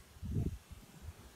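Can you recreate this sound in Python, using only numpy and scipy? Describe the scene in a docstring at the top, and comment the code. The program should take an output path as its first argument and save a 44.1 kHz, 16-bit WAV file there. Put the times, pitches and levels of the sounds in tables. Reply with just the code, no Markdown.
"""Night at the edge of a lava field, an open microphone in the wind, the flow far off.
From the start a fine, nearly even hiss lies over the low rush of the distant flow; puffs thump throughout.
Before a quarter second one strong gust rumbles in: the harder it blows, the higher the rumble reaches.
It stirs up a thin, whistling hiss, flutters in a higher roar at 0.42 s and is gone soon after 0.6 s.
One dry tick follows at 0.81 s; towards the end the rush swells a little."""
import sys
import numpy as np
from scipy import signal
from scipy.fft import rfft, irfft, next_fast_len
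from scipy.io import wavfile
from scipy.ndimage import uniform_filter1d, map_coordinates

SR = 44100
rng = np.random.default_rng(int(sys.argv[2]) if len(sys.argv) > 2 else 0)


def wav_record(signal):
    """Record a signal, one row per channel, as 16-bit PCM in the file named by sys.argv[1]."""
    frames = np.transpose(np.atleast_2d(signal))
    bounded = np.clip(frames, -1, 1)
    # unit amplitude maps onto the largest positive 16-bit level
    quanta = np.round(bounded * 32767).astype(np.int16)
    wavfile.write(sys.argv[1], SR, quanta)


N = 59535  # 1.35 s


def amp(db):
    """Decibels to amplitude gain."""
    return 10 ** (np.asarray(db) / 20)


def unit(x):
    """The signal scaled to rms 1."""
    return x / np.sqrt(np.mean(x ** 2) + 1e-20)


def along(points, hz):
    """(f/Hz, value) points interpolated on a logarithmic frequency axis."""
    f, value = np.transpose(points)
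    return np.interp(np.log(hz + 1), np.log(f + 1), value)


def curve(rows):
    """(t/s, value) points interpolated to one value per sample."""
    return np.interp(np.arange(N) / SR, *np.transpose(rows))


def wobble(rate):
    """A smooth random curve through `rate` normally distributed knots per second."""
    knots = rng.standard_normal(256)
    position = np.arange(N) * rate / SR + 2
    return map_coordinates(knots, [position], mode="mirror")


def filtered(x, response):
    """The signal shaped by a gain that depends on frequency in Hz."""
    size = next_fast_len(N + 8192)  # zero padding leaves room for the filter's ringing
    spectrum = rfft(x, size) * response(np.fft.rfftfreq(size, 1 / SR))
    return irfft(spectrum, size)[..., :N]


def noise(colour):
    """Random noise with the given spectrum, scaled to rms 1."""
    return unit(filtered(rng.standard_normal(N), lambda hz: amp(along(colour, hz))))


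def patchy(x, depth_db):
    """The signal with random gain patches in time and frequency, scaled to rms 1."""
    z = signal.stft(x, nperseg=2048)[2]
    field = uniform_filter1d(rng.standard_normal(z.shape), size=4, axis=0)  # across frequency
    field = uniform_filter1d(field, size=7, axis=1)  # across time
    return unit(signal.istft(z * amp(depth_db * unit(field)))[1][:N])


def even(x, span_s):
    """The signal divided by its local rms under a bell of the given width: slow swells vanish."""
    t = np.arange(-SR // 10, SR // 10 + 1) / SR
    bell = np.exp(-.5 * (t / span_s) ** 2)
    power = np.abs(signal.fftconvolve(x ** 2, bell / bell.sum(), "same"))
    return x / np.sqrt(power + 1e-12)


# Pressure of the strong gust on the microphone: [t/s, level/dB]
GUST_PRESSURE = [(.18, -70), (.222, -46), (.236, -43), (.25, -43), (.263, -41), (.282, -43), (.305, -42.5),
                 (.325, -38), (.343, -40.5), (.365, -32.5), (.40, -37.5), (.411, -40), (.422, -34),
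                 (.449, -49), (.464, -33.5), (.478, -42.5), (.492, -41), (.51, -54.5), (.57, -66),
                 (.64, -77)]
# Spectrum of the buffeting before the eddy size limits it: [f/Hz, relative level/dB per Hz]
BUFFET_COLOUR = [(15, -43), (28, -8), (42, -8.5), (70, 6), (120, 1.5), (200, 0.5), (300, -9.5), (420, -10),
                 (490, -29), (900, -55)]
# The rumble's upper edge is EDGE_HZ at a wind level of GUST_DB; it rises with the wind
GUST_DB, EDGE_HZ, EDGE_OCTAVES_PER_DB = -38, 370, 0.42
EDGE_DB_PER_OCTAVE = 20  # fall above the edge


def buffeting(count=13):
    """Turbulent pressure in half-octave eddy sizes; stronger wind wakes smaller, higher eddies."""
    wind_db = curve(GUST_PRESSURE)
    centres = 20 * 2 ** (np.arange(count) / 2)[:, None]

    def bands(hz):
        """Overlapping triangular bands, one for each eddy size."""
        octaves_away = np.abs(np.log2((hz + 1) / centres))
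        return np.clip(1 - 2 * octaves_away, 0, 1)

    eddies = filtered(noise(BUFFET_COLOUR), bands)
    edge_shift = EDGE_OCTAVES_PER_DB * (wind_db - GUST_DB)
    octaves_over = np.clip(np.log2(centres / EDGE_HZ) - edge_shift, 0, 4)
    rumble = np.sum(eddies * amp(-EDGE_DB_PER_OCTAVE * octaves_over), axis=0)
    return amp(wind_db) * even(rumble, span_s=0.0063)


# Single puffs and thumps of wind at the microphone: [t/s, level/dB, half-length/s, centre f/Hz]
WIND_PUFFS = [(0.0, -53.5, 0.011, 60.4), (0.11, -62, 0.029, 72.5), (0.167, -50, 0.0065, 70),
              (.238, -40.5, 0.0069, 68), (.262, -39.5, .0055, 197), (0.302, -36, .011, 64.4),
              (.365, -34, .0045, 116), (.386, -30, 0.0021, 133), (.402, -29.5, 0.003, 78),
              (.424, -37.5, 0.011, 129), (0.463, -35, 0.0027, 298), (0.474, -35, 0.0067, 68),
              (0.527, -40.5, 0.012, 84.5), (0.558, -47, 0.011, 53.5), (0.611, -61, 0.012, 74),
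              (0.673, -63, 0.0059, 179), (.714, -52, 0.0063, 157), (0.726, -42, 0.005, 70),
              (0.769, -50.5, 0.0039, 80), (0.79, -53, 0.017, 46.4), (0.835, -55.5, 0.0083, 184),
              (.897, -56.5, .01, 159), (0.944, -53.5, 0.002, 298), (0.969, -54.5, 0.017, 166),
              (1.02, -55.5, 0.0058, 193), (1.047, -48.5, 0.017, 61.3), (1.087, -42, 0.014, 80),
              (1.2, -53, 0.0081, 99), (1.226, -55, 0.0038, 221), (1.262, -52, 0.016, 63)]
# A puff's pitch sinks (octaves per half-length) and wanders (octaves, knots per s)
PUFF_SINK, PUFF_WANDER, PUFF_WANDER_RATE = 0.05, 0.29, 170
PUFF_ROUGH, PUFF_ROUGH_RATE = .3, 220  # raggedness of the swings: share, knots per s
PUFF_TOP_HZ = 444  # eddies much smaller than the microphone cancel out above this


def puffs():
    """Each puff is one eddy: a few uneven swings of pressure that swell, sink in pitch and fade."""
    t, out = np.arange(N) / SR, np.zeros(N)
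    for at_s, db, half_length, centre in WIND_PUFFS:
        age = np.clip((t - at_s) / half_length, -6, 6)
        swell = np.exp(-.5 * age ** 2)
        wander = PUFF_WANDER * wobble(PUFF_WANDER_RATE)
        wander = wander - np.average(wander, weights=swell)  # keeps the pitch around its centre
        turns = np.cumsum(centre * 2 ** (wander - PUFF_SINK * age)) / SR
        turns_from_peak = turns - np.interp(at_s, t, turns)
        swing = np.sin(2 * np.pi * (turns_from_peak + rng.random()))
        ragged = swing * (1 + PUFF_ROUGH * wobble(PUFF_ROUGH_RATE))
        rms = np.sqrt(np.average(ragged ** 2, weights=swell ** 2))
        out += amp(db) * swell * ragged / rms
    return filtered(out, lambda hz: 1 / np.sqrt(1 + (hz / PUFF_TOP_HZ) ** 16))


# Peak of the brief flutter within the gust: [t/s, level/dB]
FLUTTER_PEAK = (0.418, -58)
FLUTTER_WIDTH_S = 0.024  # half-length of its bell-shaped swell
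# Spectrum of the flutter: [f/Hz, relative level/dB per Hz]
FLUTTER_SPECTRUM = [(300, -26), (520, -4), (620, -0.5), (690, 9.5), (770, -6), (850, -9), (1000, -19),
                    (2500, -13.5), (5000, -61)]


def flutter():
    """The gust briefly breaks into a narrow, higher roar: coloured noise under a bell-shaped swell."""
    at_s, db = FLUTTER_PEAK
    swell = np.exp(-.5 * ((np.arange(N) / SR - at_s) / FLUTTER_WIDTH_S) ** 2)
    return amp(db) * swell * even(noise(FLUTTER_SPECTRUM), span_s=0.0056)


# Hiss stirred up by the gust: [t/s, level/dB]
STIR_LEVEL = [(.15, -115), (.28, -76), (.44, -71), (.54, -73.5), (.62, -96)]
# Spectrum of the stirred-up hiss, with narrow peaks: [f/Hz, relative level/dB per Hz]
STIR_SPECTRUM = [(1500, -37), (2400, -29), (2850, -5), (3300, -33), (6100, -2), (6700, 2.5), (7300, -5),
                 (10800, -8.5), (11700, 2), (12400, -17), (13800, -7), (15500, -12)]


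def stir():
    """The gust brings a thin, slightly whistling hiss: noise with narrow spectral peaks."""
    return amp(curve(STIR_LEVEL)) * noise(STIR_SPECTRUM)


# Spectrum of the tiny, dry tick: [f/Hz, relative level/dB]
TICK_SPECTRUM = [(500, -10), (2500, -8), (3800, 0), (5400, 0), (7500, -12), (10000, -9), (12000, 1),
                 (13500, 0), (15500, -6)]
TICK_AT_S, TICK_PEAK_DB = .8125, -45
# Faint after-ring: level against the impulse before colouring, and time to fall 60 dB
TICK_TAIL_DB, TICK_TAIL_T60_S = -29, .07


def tick():
    """A sharp impulse with a faint, decaying noise tail, both coloured alike."""
    t = (np.arange(N) - round(TICK_AT_S * SR)) / SR
    decay = amp(TICK_TAIL_DB - 60 * np.abs(t) / TICK_TAIL_T60_S)
    tail = (t > 0) * decay * rng.standard_normal(N)
    click = filtered((t == 0) + tail, lambda hz: amp(along(TICK_SPECTRUM, hz)))
    return amp(TICK_PEAK_DB) * click / np.abs(click).max()


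# Course of the hiss before HISS_DB lifts it: [t/s, level/dB]
HISS_COURSE = [(0.0, -63), (0.022, -66), (0.382, -66.5), (0.394, -65.5), (0.57, -66), (1.304, -64.5),
               (1.35, -65.5)]
HISS_DB = 1.85
# Spectrum of the hiss: [f/Hz, relative level/dB per Hz]
HISS_SPECTRUM = [(100, -3.5), (500, 4.5), (1000, 5), (1600, 4), (2200, 0.5), (2850, 3.5), (3600, .5),
                 (4600, -1), (4950, -3.5), (5350, -.5), (6700, -0.5), (7700, -3), (8700, -1), (9600, -2),
                 (10500, -6.5), (11000, -4.5), (12000, -3.5), (13500, -7), (15600, -11)]


def hiss():
    """A fine, nearly even hiss: coloured noise with small random patches and a slight level wobble."""
    level_db = curve(HISS_COURSE) + HISS_DB + 0.21 * wobble(23.5)
    return amp(level_db) * patchy(noise(HISS_SPECTRUM), depth_db=2.5)


# Distant rush before its churning is added: [t/s, level/dB]
RUSH_COURSE = [(0, -67), (.2, -65), (.6, -69), (.8, -63.5), (.96, -63), (1.12, -62.5), (1.22, -59),
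               (1.35, -64.5)]
# Spectrum of the distant rush: [f/Hz, relative level/dB per Hz]
RUSH_SPECTRUM = [(20, -10), (55, -6), (120, -4), (175, -2.5), (300, -10.5), (410, -8), (500, -17.5),
                 (720, -14.5), (1200, -22.5), (2500, -30), (6000, -78)]


def rush():
    """The far flow and the moving air: low coloured noise whose level churns at random."""
    churn_db = 1.0 * wobble(21)
    return amp(curve(RUSH_COURSE) + churn_db) * even(noise(RUSH_SPECTRUM), span_s=0.019)


def scene():
    """All layers summed at one microphone, as a single channel."""
    wind = buffeting() + puffs() + flutter() + stir()
    return (wind + tick() + hiss() + rush())[None]


LOW_CUT_HZ, TOP_HZ = 21, 15720  # the microphone's bass limit and upper band limit


def record(dry):
    """The microphone loses the deepest bass and keeps nothing above its band limit."""
    return filtered(dry, lambda hz: (hz < TOP_HZ) / np.sqrt(1 + (LOW_CUT_HZ / (hz + 1)) ** 8))


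dry = scene()
out = record(dry)
wav_record(out)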